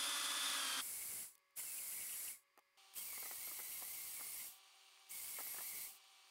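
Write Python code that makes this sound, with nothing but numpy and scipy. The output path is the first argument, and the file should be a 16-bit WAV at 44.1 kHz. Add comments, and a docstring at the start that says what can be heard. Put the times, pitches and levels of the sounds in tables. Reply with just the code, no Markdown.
"""A silver chain is polished on a wooden bench peg, close by, over a faint workshop hum. For the first 0.8 s a
mains motor whines and sags under load. Then a small rotary tool starts the first of four bursts of hissing air;
its rotor whistles up and down as it is pressed on, and its shank squeals. Soon the wheel rumbles on the wood
and links chatter against it. Then loose links tick, and the chain knocks on the peg, most often in the last two
bursts."""
import sys
import numpy as np
from scipy import signal
from scipy.fft import rfft, irfft
from scipy.io import wavfile

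SR = 44100
rng = np.random.default_rng(int(sys.argv[2]) if len(sys.argv) > 2 else 0)


def transcribe(signal):
    """Save signal, clipped to [-1, 1], as a 16-bit WAV file at the path in sys.argv[1]."""
    frames = np.atleast_2d(signal).T
    limited = np.clip(frames, -1, 1)
    pcm = np.round(limited * 32767).astype(np.int16)
    wavfile.write(sys.argv[1], SR, pcm)


N = 277830
TIME = np.arange(N) / SR
REGRIP_S = 2.773  # the grip changes here: hiss and hum take on a new colour


def amp(db):
    """Turns decibels into a gain."""
    return 10 ** (np.asarray(db) / 20)


def unit(x):
    """Scales a sound to an average (rms) size of 1."""
    return x / np.sqrt(np.mean(x ** 2) + 1e-20)


def follow(rows):
    """Joins (seconds, value) points with straight lines."""
    return np.interp(TIME, *np.transpose(rows))


def during(start, end, fade=0.013):
    """1 between two moments and 0 outside, with short ramps."""
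    return np.clip((TIME - start) / fade, 0, 1) * np.clip((end - TIME) / fade, 0, 1)


def add(mix, start, sound):
    """Lays a sound into the mix."""
    part = mix[round(start * SR):][:len(sound)]
    part += sound[:len(part)]


def drift(hz):
    """A random wander of size 1, up to about the given rate."""
    f = np.fft.rfftfreq(N, 1 / SR)
    return unit(irfft(rfft(rng.standard_normal(N)) * np.exp(-(f / hz) ** 2), N))


def lift(hz, resonances):
    """How many dB the resonances add at a frequency."""
    return sum(db * np.exp(-((hz - f) / width) ** 2) for f, width, db in resonances)


def noise(points, grain_db=0, hollows=()):
    """Noise of size 1 with the given colour; grain_db makes it gritty."""
    f, db = np.transpose(points)
    hz = np.fft.rfftfreq(N, 1 / SR)
    colour_db = np.interp(np.log(hz + 1), np.log(f), db) + lift(hz, hollows)
    grit = rng.standard_normal(N) * amp(grain_db * drift(900))
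    return unit(irfft(rfft(grit) * amp(colour_db), N))


def angle(hz):
    """How far a steady or moving frequency has turned, in radians."""
    return 2 * np.pi * np.cumsum(hz * np.ones(N)) / SR


def ring(hz, width):
    """A resonance kept ringing by noise."""
    turn = angle(hz)
    return (drift(width) * np.cos(turn) + drift(width) * np.sin(turn)) / np.sqrt(2)


def tone(phase):
    """A sine wave of size 1 with a random start."""
    return np.sqrt(2) * np.sin(phase + 2 * np.pi * rng.random())


# Machine tones before and after the grip changes. Each row: pitch in Hz, relative level in dB.
FIRST_HUM = [(376.8, -102), (560, -95), (1125, -90.5), (1685, -94), (2062, -97.5), (2105, -91),
             (2250, -96.5), (2457, -99.5), (2815, -102), (4775, -97)]
SECOND_HUM = [(387.6, -94), (554.5, -95.5), (775.2, -83.5), (958.2, -89.5), (1163, -84.5), (2309, -83),
              (2805, -92), (3876, -92), (4597, -86.5), (5835, -97.5)]
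# Fan noise before and after. Each row: frequency in Hz, relative level in dB.
FIRST_FAN = [(30, -16), (260, -16), (380, -13), (460, -8), (560, -22), (720, -13.5), (1130, 3.5),
             (1420, -9), (2100, 1), (2700, -6.5), (4000, -10), (4800, -6), (5700, -14), (16000, -18.5)]
SECOND_FAN = [(30, -31), (200, -30), (300, -19), (385, -12.5), (500, -27.5), (780, -0.5), (900, -11.5),
              (1150, -3), (1600, -9), (2100, -7), (2900, 1), (4800, -7.5), (5150, -8.5), (8200, -11.5),
              (9200, -7.5), (10800, -18), (16000, -18)]


def workshop(first_fan_db=-81.5, second_fan_db=-67, tones_db=1.5, waver=.002):
    """Fans and idling machines hum: wavering tones in soft noise."""
    def hum(rows):
        """Tones that waver a little in level and pitch."""
        return sum(amp(db + 1.4 * drift(15)) * tone(angle(hz * (1 + waver * drift(30))))
                   for hz, db in rows)
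    first = amp(tones_db) * hum(FIRST_HUM) + amp(first_fan_db) * noise(FIRST_FAN)
    second = amp(tones_db) * hum(SECOND_HUM)
    second += amp(second_fan_db) * noise(SECOND_FAN, grain_db=1.0, hollows=TOOL_HOLLOWS)
    return np.where(TIME < REGRIP_S, first, second)


# The motor slows down. Each row: time in seconds, shaft turns per second.
SHAFT_SPEED = [(0, 286.6), (.2, 285.6), (.49, 286.3), (.56, 281), (.63, 273), (.69, 267.5), (.8, 265.5)]
# The shaft's tones. Each row: multiple of the shaft speed, relative level in dB.
SHAFT_TONES = [(1, -75), (2, -69.5), (4, -72), (5, -62), (6, -60), (7, -60.5), (9, -65), (17, -61),
               (18, -62.5), (21, -68), (24, -66), (28, -69), (34, -55.5)]
# The mains splits the whine of the motor's slots into side tones.
# Each row: distance from the whine in steps of the mains frequency, relative level in dB.
SLOT_WHINE = [(-2, -73), (-1, -58), (0, -60.5), (1, -55.5), (2, -86), (3, -59.5)]
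# Brush and bearing noise. Each row: frequency in Hz, relative level in dB.
BRUSH_COLOUR = [(35, -79), (60, -39), (184, -30.5), (268, -11.5), (458, -23), (553, -14.5), (749, -15),
                (1200, -3), (1860, -9.5), (2900, -8.5), (3500, -8), (4220, -8), (7400, -11.5), (9790, -8),
                (16000, -25.5)]
# Where the housing rings. Each row: pitch in Hz, width in Hz, relative level of its noise in dB,
# boost in dB for a tone that lands there.
HOUSING_RINGS = [(141.3, 19, -80, 0), (269.6, 8, -73, 9), (1238, 120, -59, -6), (1610, 71, -72, 4.5),
                 (2550, 53, -59.5, 2), (3180, 67, -54.5, 7.5), (3535, 170, -52, 4), (4560, 210, -72, 9)]


def motor(mains_hz=60, slots=12, off_s=.818, jitter=0.00286, flutter_db=2.0, brush_db=-43.57,
          throb=0.037, load_db=-6, level_db=-0.05):
    """A mains motor whines over its brush noise; as it sags, its tones slide onto housing resonances."""
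    hz = follow(SHAFT_SPEED)
    load = (hz.max() - hz) / np.ptp(hz)  # 0 at its fastest, 1 at its slowest
    mains = angle(mains_hz)
    shaft = angle(hz * (1 + jitter * drift(60) + 0.0046 * np.sin(mains)))
    boosts = [(f, width, db) for f, width, _, db in HOUSING_RINGS]

    def partial(db, order, offset):
        """One fluttering tone: load damps the high ones, the housing lifts those it rings with."""
        db = db + load_db * load * order / 20 + lift(order * hz + offset * mains_hz, boosts)
        return amp(db + flutter_db * drift(25)) * tone(order * shaft + offset * mains)
    tones = sum(partial(db, order, 0) for order, db in SHAFT_TONES)
    whine = sum(partial(db, slots, offset) for offset, db in SLOT_WHINE)
    brushes = amp(brush_db + .5 * drift(30)) * noise(BRUSH_COLOUR, grain_db=1.0)
    housing = sum(amp(db) * ring(f, width) for f, width, db, _ in HOUSING_RINGS)
    pulsing = 1 + throb * np.cos(2 * mains)
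    return amp(level_db) * during(-1, off_s) * (tones + whine + (brushes + housing) * pulsing)


# The small tool's bursts. Each row: throttle opens in seconds, rise time in seconds, throttle shuts
# in seconds, wheel lifts in seconds, relative air level in dB, opening surge in dB, slope while held
# in dB per second, fade in dB per second, whistle against the air in dB, relative shank level in dB.
TOOL_BURSTS = [(0.791, 0.026, 1.239, 1.26, -47, 0, -0.5, 225, -5.5, -62.5),
               (1.549, 0.026, 2.318, 2.375, -48, 3, 1, 300, 0, -62.5),
               (2.932, 0.037, 4.469, 4.475, -48, 3, -0.5, 180, 1, -62),
               (5.078, 0.037, 5.86, 5.9, -48.5, -2, 1.2, 158, 1, -61)]
# The speed the rotor heads for as the hand presses and eases, one list per burst.
# Each row: time in seconds, turns per second.
ROTOR_TARGETS = [
    [(.8, 2054), (1.24, 2040)],
    [(1.62, 3310), (1.66, 2706), (1.8, 2423), (1.85, 2433), (1.88, 2166), (1.93, 2013), (2.1, 1922),
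     (2.27, 1940), (2.32, 1630)],
    [(2.99, 3500), (3.08, 2360), (3.14, 2213), (3.21, 2240), (3.25, 2026), (3.33, 1975), (3.37, 1842),
     (3.48, 2186), (3.51, 2062), (3.68, 1995), (3.74, 1880), (3.82, 1940), (3.92, 2087), (3.96, 1995),
     (4.01, 2150), (4.07, 2080), (4.11, 1843), (4.33, 1747), (4.39, 1965), (4.44, 1895)],
    [(5.16, 1770), (5.335, 1654), (5.37, 1900), (5.45, 1997), (5.52, 1930), (5.63, 1900), (5.68, 2180),
     (5.75, 2010), (5.85, 2030)],
]


def throttle(surge_at_s=0.05, surge_s=.018, ease_off_s=.013, valve_s=0.128, cut_s=0.023,
             lift_off_s=0.028, spin_up_s=.022, coast_s=.3):
    """Air builds up, holds and fades until the valve closes; the rotor spins up and coasts down."""
    flow, whistle, rubbing, rotor_hz = np.zeros((4, N))
    for burst, target in zip(TOOL_BURSTS, ROTOR_TARGETS):
        on, rise, off, lifts, air_db, surge_db, slope_db, fade_db, whistle_db, shank_db = burst
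        since_open = np.maximum(TIME - on, 0)
        since_shut = ease_off_s * np.logaddexp(0, (TIME - off) / ease_off_s)  # the finger eases off
        surge = surge_db * np.exp(-((since_open - surge_at_s) / surge_s) ** 2)
        build_up = np.minimum(since_open / rise, 1) ** 2
        air = build_up * amp(air_db + surge + slope_db * since_open - fade_db * since_shut)
        flow += air * during(on, off + valve_s)
        # only a driven rotor whistles
        whistle += air * amp(whistle_db) * during(on, off + cut_s, fade=cut_s)
        rubbing += amp(shank_db) * during(on + rise / 2, lifts, fade=lift_off_s)
        spin = (1 - np.exp(-since_open / spin_up_s)) * np.exp(-since_shut / coast_s)
        rotor_hz = np.where(TIME > on, follow(target) * spin, rotor_hz)
    return flow, whistle, rubbing, rotor_hz


# Air hiss in the first and second grip. Each row: frequency in Hz, relative level in dB.
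FIRST_HISS = [(30, -18), (150, -18), (400, -17), (1200, -13.5), (1750, -13), (2800, -12), (3800, -13.5),
              (4500, -8.5), (6400, -9), (7500, -1.5), (8800, -1), (9800, 2), (11700, -0.5), (12600, -4.5),
              (15800, -4)]
SECOND_HISS = [(30, -15), (200, -16.5), (1100, -15), (1700, -16.5), (2700, -9), (3700, -13), (5200, -9),
               (6400, -10), (8500, -1), (9200, -5), (11500, 0), (12400, -4.5), (13600, -3.5), (15000, 0),
               (15900, -1.5)]
# The rotor's whistle. Each row: multiple of the rotor speed, relative level in dB.
ROTOR_TONES = [(1, -21.5), (2, -31), (3, -27.5), (5, -18.5), (6, -12.5), (7, -27)]
# Hollows around the tool colour its whistle and, in the second grip, the hiss and fan noise.
# Each row: pitch in Hz, width in Hz, boost in dB.
TOOL_HOLLOWS = [(1060, 150, 3.5), (3320, 470, 0.5), (4500, 500, 4.5), (5680, 175, 4.5), (6580, 370, 3.5),
                (7570, 100, 3), (8610, 270, 3), (9505, 120, 2), (12020, 190, 2), (12800, 300, 3.5)]


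def air_tool(flow, whistle_gain, rotor_hz, first_db=0.63, second_db=0.68, wobble=.004, hand_wobble=.003,
             skip_hz=2460, skip_wobble=.12, flutter_db=2.0, breakup=0.57, exhaust_hz=2050):
    """Air hisses through the tool and spins a six-bladed rotor, whose whistle keeps breaking up."""
    first = amp(first_db) * noise(FIRST_HISS, grain_db=0.9)
    second = amp(second_db) * noise(SECOND_HISS, grain_db=1.24, hollows=TOOL_HOLLOWS)
    # at high speed the wheel only skips on the chain, and the pitch turns rough
    skipping = skip_wobble * np.maximum(rotor_hz / skip_hz - 1, 0)
    rotor = angle(rotor_hz * (1 + (wobble + skipping) * drift(110.5) + hand_wobble * drift(24.87)))
    whistle = np.zeros(N)
    for order, db in ROTOR_TONES:
        hz = order * rotor_hz
        escaping = np.minimum(hz / exhaust_hz, 1) ** 10  # the small exhaust lets no low tones out
        broken = 1 + breakup * np.tanh(2 * drift(30))
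        level = amp(db + lift(hz, TOOL_HOLLOWS) + flutter_db * drift(60))
        whistle += escaping * broken * level * tone(order * rotor)
    return flow * np.where(TIME < REGRIP_S, first, second) + whistle_gain * whistle


# The wheel grabs and the shank squeals. Each row: middle in seconds, half length in seconds, boost in dB.
SHANK_SQUEALS = [(1.02, .015, 6), (1.603, 0.011, 13.5), (2.007, 0.063, 4.5), (3.19, 0.06, 6.5),
                 (4.172, .025, 5.5), (4.411, .015, 5), (5.37, .008, 8), (5.74, .07, 2)]


def shank(rubbing, rotor_hz, pitch_hz=2170, wander=0.01106, loaded_hz=2150, ease_db_per_khz=-4.5,
          clear_db=-6, rough_db=-2, slip_db=1.5, grip_db=1.0):
    """Friction rings the wheel's stem, the shank, in uneven slips: a narrow squeal in a rougher band."""
    hz = pitch_hz * (1 + wander * drift(13.92))
    eased_db = ease_db_per_khz * np.maximum(rotor_hz - loaded_hz, 0) / 1000  # softer when running free
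    squeal_db = sum(db * np.exp(-((TIME - middle) / half) ** 2) for middle, half, db in SHANK_SQUEALS)
    song = amp(clear_db) * ring(hz, width=30) + amp(rough_db) * ring(hz, width=170)
    level = rubbing * amp(eased_db + squeal_db + grip_db * drift(14))
    slips = unit(amp(slip_db * drift(210)))
    return level * song * slips


# The wheel drags on the peg. Each row: start in seconds, length in seconds, level in dB.
WHEEL_DRAGS = [(0.835, 0.27, -77), (1.083, .17, -69), (1.914, 0.14, -74), (5.717, 0.096, -71)]
# The colour of its rumble. Each row: frequency in Hz, relative level in dB.
RUMBLE_COLOUR = [(30, -9), (130, -1.5), (350, -4.5), (700, -10), (2000, -45)]


def drags():
    """The wheel rubs on the wood with a low rumble."""
    contact = sum(amp(db) * during(start, start + length, fade=0.024)
                  for start, length, db in WHEEL_DRAGS)
    return contact * noise(RUMBLE_COLOUR)


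# Links touch the wheel. Each row: start in seconds, length in seconds, relative level in dB.
LINK_CHATTER = [(1.002, 0.045, -65), (1.1, 0.035, -69), (1.184, 0.031, -64), (1.774, 0.028, -58),
                (1.909, 0.036, -63), (1.994, 0.0523, -64.5), (2.085, 0.024, -57), (2.111, 0.054, -61),
                (2.262, 0.037, -61), (3.709, 0.036, -64), (3.927, 0.025, -59), (4.386, 0.035, -69)]


def chatter(pitch_hz=2780, width_hz=330, bounce_hz=230, level_db=0.5):
    """A link bounces quickly on the wheel and buzzes."""
    contact = sum(amp(db) * during(start, start + length) for start, length, db in LINK_CHATTER)
    bounces = 1 + np.cos(angle(bounce_hz * (1 + 0.23 * drift(33.3))))
    return amp(level_db) * contact * unit(bounces * ring(pitch_hz, width_hz))


# Loose links tick. Each row: start in seconds, relative level in dB.
LINK_TICKS = [(1.3532, -52), (1.379, -59), (1.3904, -70), (1.508, -69), (2.576, -57), (2.5909, -55),
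              (2.9383, -47)]
# A tick is mostly treble. Each row: frequency in Hz, relative level in dB.
TICK_TREBLE = [(100, -25), (1500, -8), (6000, -2), (16000, 1)]


def ticks(level_db=-3, decay_s=0.0021):
    """Link hits link with a tiny dry tick."""
    blows = sum(amp(db) * (TIME > start) * np.exp(-abs(TIME - start) / decay_s)
                for start, db in LINK_TICKS)
    return amp(level_db) * blows * noise(TICK_TREBLE)


# The chain knocks on the peg. Each row: start in seconds, relative peak level in dB.
CHAIN_KNOCKS = [(1.594, -55), (1.634, -56), (2.576, -55.5), (2.587, -56), (2.986, -60), (3.091, -59),
                (3.131, -52), (3.178, -48), (3.227, -48.5), (3.256, -48), (3.312, -44), (3.473, -50.5),
                (3.514, -48.5), (3.591, -48.5), (3.599, -49), (3.811, -57), (3.823, -45.5), (4.197, -53),
                (4.208, -48), (5.387, -42), (5.394, -51), (5.405, -46), (5.467, -51), (5.545, -49),
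                (5.567, -52), (5.585, -43.5), (5.607, -46.5)]
# The notes of the wood. Each row: pitch in Hz, relative level in dB, seconds to fade by 60 dB.
PEG_NOTES = [(336, -24, 0.05), (573, -12.5, 0.051), (797, 2.5, 0.022), (1000, 7, 0.012), (1250, 7.5, 0.015),
             (1640, 5, 0.013), (1970, 2, 0.0077)]


def knocks(level_db=1, scuff=0.089, scuff_s=0.0078, detune=0.065, low_hz=280):
    """A blow and a short scuff ring the peg; each lands on a different spot, which shifts the notes."""
    out = np.zeros(N)
    t = np.arange(SR // 10) / SR
    bass_cut = signal.butter(3, low_hz, "high", fs=SR, output="sos")  # the peg is too small for bass
    for start, peak_db in CHAIN_KNOCKS:
        wood = np.zeros(len(t))
        for hz, db, fade_s in PEG_NOTES:
            shifted_hz = hz * (1 + detune * rng.standard_normal())
            wood += amp(db - 60 * t / fade_s) * np.sin(2 * np.pi * shifted_hz * t)
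        blow = (t == 0) + scuff * rng.standard_normal(len(t)) * np.exp(-t / scuff_s)
        knock = signal.sosfilt(bass_cut, signal.fftconvolve(blow, wood))
        add(out, start, amp(peak_db + level_db) * knock / abs(knock).max())
    return out


def scene():
    """Adds up all the sounds, alike in both channels."""
    flow, whistle_gain, rubbing, rotor_hz = throttle()
    tool = air_tool(flow, whistle_gain, rotor_hz) + shank(rubbing, rotor_hz)
    mono = motor() + tool + chatter() + drags() + knocks() + ticks() + workshop()
    return np.array([mono, mono])


def record(dry):
    """Cuts away the very highest treble."""
    low_pass = signal.firwin(801, cutoff=15780, window=("kaiser", 8), fs=SR)
    return signal.oaconvolve(dry, low_pass[None], "same", axes=1)


dry = scene()
out = record(dry)
transcribe(out)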